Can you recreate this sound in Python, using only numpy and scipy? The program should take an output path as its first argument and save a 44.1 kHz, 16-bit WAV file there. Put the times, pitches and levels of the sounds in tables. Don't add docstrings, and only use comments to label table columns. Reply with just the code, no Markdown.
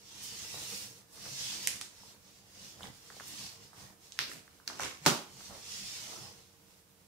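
import sys
import numpy as np
from scipy import signal
from scipy.fft import rfft, irfft, next_fast_len
from scipy.io import wavfile
from scipy.ndimage import uniform_filter1d, map_coordinates

SR = 44100
rng = np.random.default_rng(int(sys.argv[2]) if len(sys.argv) > 2 else 0)


def wav_out(sig):
    wavfile.write(sys.argv[1], SR, np.round(np.clip(np.atleast_2d(sig).T, -1, 1) * 32767).astype(np.int16))


N = 311787


def amp(db):
    return 10 ** (np.asarray(db) / 20)


def unit(x):
    return x / np.sqrt(np.mean(x ** 2) + 1e-20)


def one_ms(x):
    energy = np.mean(np.sum(x ** 2, axis=-1))
    return x * np.sqrt(SR / 1000 / energy)


def along(points, hz):
    point_hz, values = np.transpose(points)
    return np.interp(np.log(hz + 1), np.log(point_hz + 1), values)


def wobble(rate):
    knots = rng.standard_normal(int(N * rate / SR) + 4)
    return map_coordinates(knots, [np.arange(N) * rate / SR])


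def swell(s, rise, fall, roundness=1):
    t = np.arange(N) / SR - s
    distance = np.maximum(-t / rise, t / fall)
    return amp(-20 * np.minimum(distance ** roundness, 10))


def together(gains):
    return np.sqrt(sum(g ** 2 for g in gains))


def filtered(x, response):
    n = x.shape[-1]
    size = next_fast_len(n + 8192)
    spectrum = rfft(x, size) * response(np.fft.rfftfreq(size, 1 / SR))
    return irfft(spectrum, size)[..., :n]


def spread(pair):
    # hz, likeness (0 to 1)
    likeness = [(60, 0.44), (140, 0.79), (300, 0.56), (640, 0.37), (1400, 0.072), (3000, 0.02), (15000, 0)]

    def mid_and_side(hz):
        turn = np.arccos(np.clip(along(likeness, hz), -1, 1)) / 2
        return np.array([np.cos(turn), np.sin(turn)])

    mid, side = filtered(pair, mid_and_side)
    return np.array([mid + side, mid - side])


def rub(spectrum, grain_db, grain_rate, patchy_db):
    catches = rng.standard_normal((2, N)) * amp(grain_db * wobble(grain_rate))
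    z = signal.stft(catches, nperseg=1024)[2]
    field = rng.standard_normal(z.shape[1:])
    field = uniform_filter1d(uniform_filter1d(field, 3, axis=0), 8, axis=1)
    patched = signal.istft(z * amp(patchy_db * unit(field)), nperseg=1024)[1][:, :N]
    return unit(filtered(spread(patched), lambda hz: amp(along(spectrum, hz))))


def pulse(gain, size=4096):
    log_gain = np.log(np.maximum(gain(np.fft.rfftfreq(size, 1 / SR)), 1e-6))
    cepstrum = irfft(log_gain)
    cepstrum[1:size // 2] *= 2
    cepstrum[size // 2 + 1:] = 0
    return irfft(np.exp(rfft(cepstrum)))


def add(track, s, sound):
    part = track[:, round(s * SR):][:, :sound.shape[1]]
    part += sound[:, :part.shape[1]]


def sliding():
    # peak_s, rise_s and fall_s over 20 dB, cloth_hiss_db, edge_fizz_db, cover_rumble_db
    pushes = [(0.38, .41, .24, -45.3, -56.5, -61), (0.74, .52, .22, -42.3, -47.5, -53.5),
              (0.97, .04, .1, -59.5, -64, -65.5), (1.29, .19, .15, -46, -53.5, -56),
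              (1.46, .17, .17, -38.5, -49.5, -57), (1.61, .15, .26, -42.5, -52, -56.5),
              (2.07, .2, .14, -56, -63.5, -62), (2.3, .12, .28, -60.5, -72, -67.5),
              (2.64, .18, .26, -52.5, -61.5, -61), (2.84, .07, .09, -59, -60.5, -52),
              (3.17, .51, .15, -56.5, -63.5, -63.5), (3.4, .27, .2, -45, -54, -56.5),
              (3.62, .06, .16, -58, -68, -63.5), (3.82, .11, .15, -55, -60.5, -58),
              (4.07, .09, .13, -59.5, -64.5, -67), (5.49, .26, .13, -51.5, -59, -59),
              (5.56, .07, .18, -56.5, -63, -60), (5.81, .27, .63, -42.5, -54, -58),
              (6.12, .18, .29, -58, -58, -58.5), (6.69, .07, .18, -68.5, -80.5, -78)]
    # peak_s, fizz_db
    edge_catches = [(0.241, -47), (1.136, -57), (3.281, -47), (4.32, -49.5)]
    catch_rise_s, catch_fall_s = 0.045, 0.11
    # hz, relative_db (per Hz)
    cloth_colour = [(500, -32), (900, -15), (1450, -15), (2690, -4.5), (3800, -3), (5370, 0.5),
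                    (6980, -3.5), (9500, -13), (15000, -30)]
    edge_colour = [(3000, -45), (6500, -2), (8500, 0.5), (12500, -3.5), (15500, -6.5)]
    cover_colour = [(20, -25), (32, -6), (50, -10), (88, 0.5), (138, 2), (162, -7), (195, 3), (255, -10),
                    (300, -4.5), (420, -9), (470, -3), (540, -10), (950, -9.5), (1500, -14.5),
                    (2000, -11.5), (3200, -34)]
    push_roundness = 2.2
    fizz_grows, rumble_grows = 0.85, 0.55
    growth = np.array([[1], [fizz_grows], [rumble_grows]])

    hiss, fizz, rumble = together(
        amp(levels_db)[:, None] * swell(s, rise, fall, push_roundness) ** growth
        for s, rise, fall, *levels_db in pushes)
    brief_fizz = [amp(db) * swell(s, catch_rise_s, catch_fall_s) for s, db in edge_catches]
    fizz = together([fizz] + brief_fizz)
    jerks = wobble(25)
    cloth = hiss * amp(1.0 * jerks) * rub(cloth_colour, grain_db=0.5, grain_rate=1200, patchy_db=2.5)
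    edge = fizz * amp(0.78 * jerks) * rub(edge_colour, grain_db=2.0, grain_rate=1300, patchy_db=1.3)
    cover_level = rumble * amp(1.45 * wobble(30))
    cover = cover_level * rub(cover_colour, grain_db=1.5, grain_rate=250, patchy_db=3.0)
    return cloth + edge + cover


def scuffing():
    # peak_s, level_db, rise_s and fall_s over 20 dB
    scuffs = [(0.56, -58.0, 0.05, 0.23), (3.82, -60.0, 0.18, 0.12), (5.55, -54.0, 0.1, 0.12),
              (6.14, -52.0, 0.24, 0.24)]
    # hz, relative_db (per Hz)
    scuff_colour = [(120, -25), (350, -4), (700, -0.5), (1200, -3), (2000, -12), (4000, -33)]
    level = together(amp(db) * swell(s, rise, fall) for s, db, rise, fall in scuffs)
    return level * rub(scuff_colour, grain_db=2.5, grain_rate=300, patchy_db=2.2)


def flexing():
    # peak_s, level_db (before direct and room gains),
    # rise_s and fall_s over 20 dB
    flexes = [(1.71, -54, .06, .14), (1.812, -49, .012, 0.05), (2.84, -56, .03, .06),
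              (4.193, -48.5, 0.04, .07), (4.308, -49.5, 0.15, .12), (4.53, -69, .3, .3),
              (4.69, -48, .03, .08), (4.823, -38.3, 0.075, 0.1), (4.96, -56.5, 0.15, 0.13),
              (5.058, -42, 0.05, 0.0238)]
    # hz, relative_db (per Hz)
    sleeve_colour = [(35, -30), (70, 0.5), (145, -3), (350, -2.5), (800, -5.5), (1630, -8.5), (2410, -4.5),
                     (3200, -7.5), (6000, -5.5), (8000, -9.5), (15500, -24.5)]
    level = together(amp(db) * swell(s, rise, fall) for s, db, rise, fall in flexes)
    clumps = amp(1.6 * wobble(90))
    crinkle = level * clumps * rub(sleeve_colour, grain_db=4.5, grain_rate=650, patchy_db=2.5)
    return amp(1.0) * crinkle + amp(-0.5) * room(crinkle)[:, :N]


def snaps(shiver_t60=0.013, shiver_db=-2, rebound_s=0.00063, rebound=0.31, right_db=0.2):
    # start_s, level_db (over 1 ms, before the direct trim),
    # centre_hz, half_width_octaves, room_db (relative to level_db)
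    snap_list = [(0.543, -41, 587, 0.93, -1.5), (1.2564, -44, 1400, 0.94, 2),
                 (1.6732, -16.8, 6800, .68, -4), (1.6736, -23.5, 2350, .5, -2.5),
                 (1.682, -29, 5900, 0.39, -2), (1.8132, -39, 1650, .45, -4), (1.813, -30, 5340, 0.81, -.5),
                 (2.034, -48.5, 900, 0.39, -2), (2.8076, -42, 850, 1.1, -5), (2.8234, -46, 3250, .15, -.5),
                 (2.832, -36.5, 3370, .24, -2.5), (2.8414, -41, 905, .95, -3),
                 (2.8547, -44, 1500, 0.85, -4), (2.871, -43, 4040, .4, -9),
                 (3.102, -41.5, 1350, 0.59, -4.5), (3.1062, -48, 600, 1.1, -3),
                 (3.1672, -46, 550, 0.66, -5), (3.1994, -37.5, 1410, .6, -4),
                 (3.2074, -38.5, 600, 1.6, -14), (3.7318, -47.5, 1130, .6, -2),
                 (4.122, -38, 4700, .68, -1.5), (4.19, -19, 2550, 1.07, -1.5), (4.1903, -36, 10500, .4, -2),
                 (4.2066, -29, 4600, 0.37, 5.5), (4.3158, -36, 1610, 0.34, -7),
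                 (4.4791, -48.5, 1440, 0.54, -5), (4.6, -51, 1170, 0.44, -1),
                 (4.6773, -24.5, 5000, 0.35, -5), (4.678, -35.5, 2000, 0.74, -3),
                 (4.7003, -36, 950, 0.83, 1), (4.797, -27, 1090, .75, -1), (4.835, -32, 2520, 0.62, 3),
                 (4.862, -33.5, 1740, 0.53, -3), (4.9123, -41, 1500, .7, -6), (5.4071, -48, 930, 1.1, -1),
                 (5.5084, -42, 750, 0.99, -0.5), (5.721, -38, 4580, 0.99, -5)]
    spray_base_db, spray_at_hz, spray_db_per_octave = -18, 4000, 2
    direct_trim_db = -.5
    out, t = np.zeros((2, N)), np.arange(SR // 50) / SR
    for s, db, centre_hz, octaves, room_db in snap_list:
        spray_db = spray_base_db + spray_db_per_octave * np.log2(centre_hz / spray_at_hz)
        shiver = rng.standard_normal((2, len(t))) * amp(-60 * t / shiver_t60)
        drive = amp(shiver_db) * shiver / np.linalg.norm(shiver, axis=1, keepdims=True)
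        drive[:, 0] += 1
        rebound_at = np.round(SR * rebound_s * rng.uniform(.5, 1.3, 2)).astype(int)
        drive[[0, 1], rebound_at] -= rebound
        band = lambda hz: np.exp(-.5 * (np.log2((hz + 1) / centre_hz) / octaves) ** 4)
        spray = lambda hz: amp(spray_db) / (1 + (hz / (4 * centre_hz)) ** 2)
        tick = pulse(lambda hz: band(hz) + spray(hz))[None]
        direct = one_ms(signal.fftconvolve(drive, tick, axes=1))
        add(out, s, amp(db + direct_trim_db) * direct)
        add(out, s, amp(db + room_db) * room(one_ms(tick)))
    return out * amp([[-right_db], [right_db]])


def landing(settle_t60=0.16, ring_rise=0.0042, pocket_db=3):
    landing_s = 5.0626
    # hz, relative_db (per Hz)
    slap_colour = [(30, -36), (70, -16), (125, -4), (230, -0.5), (300, -2.5), (380, -1), (480, -9),
                   (620, -5), (1000, -4), (1400, -4.5), (1700, -12.5), (2620, -9.5), (5660, -8.5),
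                   (10800, -20), (15500, -26.5)]
    # pitch_hz, start_db (before the soft rise), t60_s
    modes = [(160, -31, 0.23), (234.6, -32, 0.24), (346, -37.5, 0.35), (569, -37, 0.35), (727, -43, 0.37),
             (836, -40, 0.44), (965, -42, 0.33), (1038, -42, 0.34), (1239, -43, 0.34), (1445, -40, .27)]
    out, t = np.zeros((2, N)), np.arange(SR // 2) / SR
    slap = one_ms(pulse(lambda hz: amp(along(slap_colour, hz)))[None])

    def burst(t60):
        contacts = spread(rng.standard_normal((2, len(t)))) * amp(pocket_db * wobble(496)[:len(t)])
        return unit(contacts * amp(-60 * t / t60)) / np.sqrt(len(t))

    impact = (t == 0) + 1.3 * burst(0.0074)
    crack = amp(-12.0) * one_ms(signal.fftconvolve(impact, slap, axes=1))
    patter = amp(-9.5) * one_ms(signal.fftconvolve(burst(settle_t60), slap, axes=1))
    ring = sum(amp(db - 60 * t / t60) * np.sin(2 * np.pi * (hz * t + rng.random())) for hz, db, t60 in modes)
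    add(out, landing_s, crack + patter)
    add(out, landing_s, ring[None] * (1 - np.exp(-t / ring_rise)))
    add(out, landing_s, amp(-7.5) * room(slap))
    return out


def bumps(rise=0.008):
    # start_s, start_db (before the soft rise), pitch_hz, t60_s
    bump_list = [(1.314, -44, 135.5, 0.3), (2.829, -45, 190.6, 0.15), (4.192, -48.5, 133.6, 0.22),
                 (4.345, -49, 160, 0.16), (5.013, -43, 150, .12), (5.062, -35.5, 135, .22)]
    out, t = np.zeros((2, N)), np.arange(SR // 2) / SR
    for s, db, hz, t60 in bump_list:
        envelope = amp(db - 60 * t / t60) * (1 - np.exp(-t / rise))
        add(out, s, (envelope * np.sin(2 * np.pi * hz * t))[None])
    return out


def room(x, first_wall=0.003):
    # hz, t60_s
    decay = [(120, 0.35), (400, 0.39), (1000, 0.38), (3000, 0.39), (6000, 0.36), (14000, 0.39)]
    hz, t, z = signal.stft(rng.standard_normal((2, SR * 3 // 4)), SR, nperseg=256)
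    fading = z * amp(-60 * t / along(decay, hz)[:, None])
    tail = spread(signal.istft(fading, SR, nperseg=256)[1])
    tail *= 1 - np.exp(-(np.arange(tail.shape[1]) / SR / first_wall) ** 2)
    return signal.fftconvolve(x, tail * np.sqrt(2 / np.sum(tail ** 2)), axes=1)


def background():
    # hz, relative_db (per Hz)
    air_colour = [(15, -39.5), (28, -18), (86, -11.5), (140, -13), (198, -8.5), (235, -21), (290, -12),
                  (400, -20), (465, -17), (620, -19.5), (950, -21), (1800, -24.5), (6000, -24),
                  (15500, -27.5)]
    # pitch_hz, rms_db
    fan_tones = [(91.5, -77.5), (193.8, -79), (463, -78.5)]
    t = np.arange(N) / SR
    hum = sum(amp(db) * np.sqrt(2) * np.sin(2 * np.pi * hz * t + 0.61 * wobble(18)) for hz, db in fan_tones)
    return amp(-63.0) * rub(air_colour, grain_db=-0.8, grain_rate=24, patchy_db=0.0) + hum


def scene():
    return sliding() + scuffing() + flexing() + snaps() + bumps() + landing() + background()


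def record(dry):
    # hz, left_minus_right_db
    lean = [(60, -2), (250, -3), (1000, -2.5), (2400, -2.5), (4600, 0), (8100, -6.5), (15000, -7.5)]
    top_hz = 15700

    def response(hz):
        sides = amp(np.array([[.5], [-.5]]) * along(lean, hz))
        return sides / np.sqrt(np.mean(sides ** 2, axis=0)) * (hz < top_hz)

    return filtered(dry, response)


dry = scene()
out = record(dry)
wav_out(out)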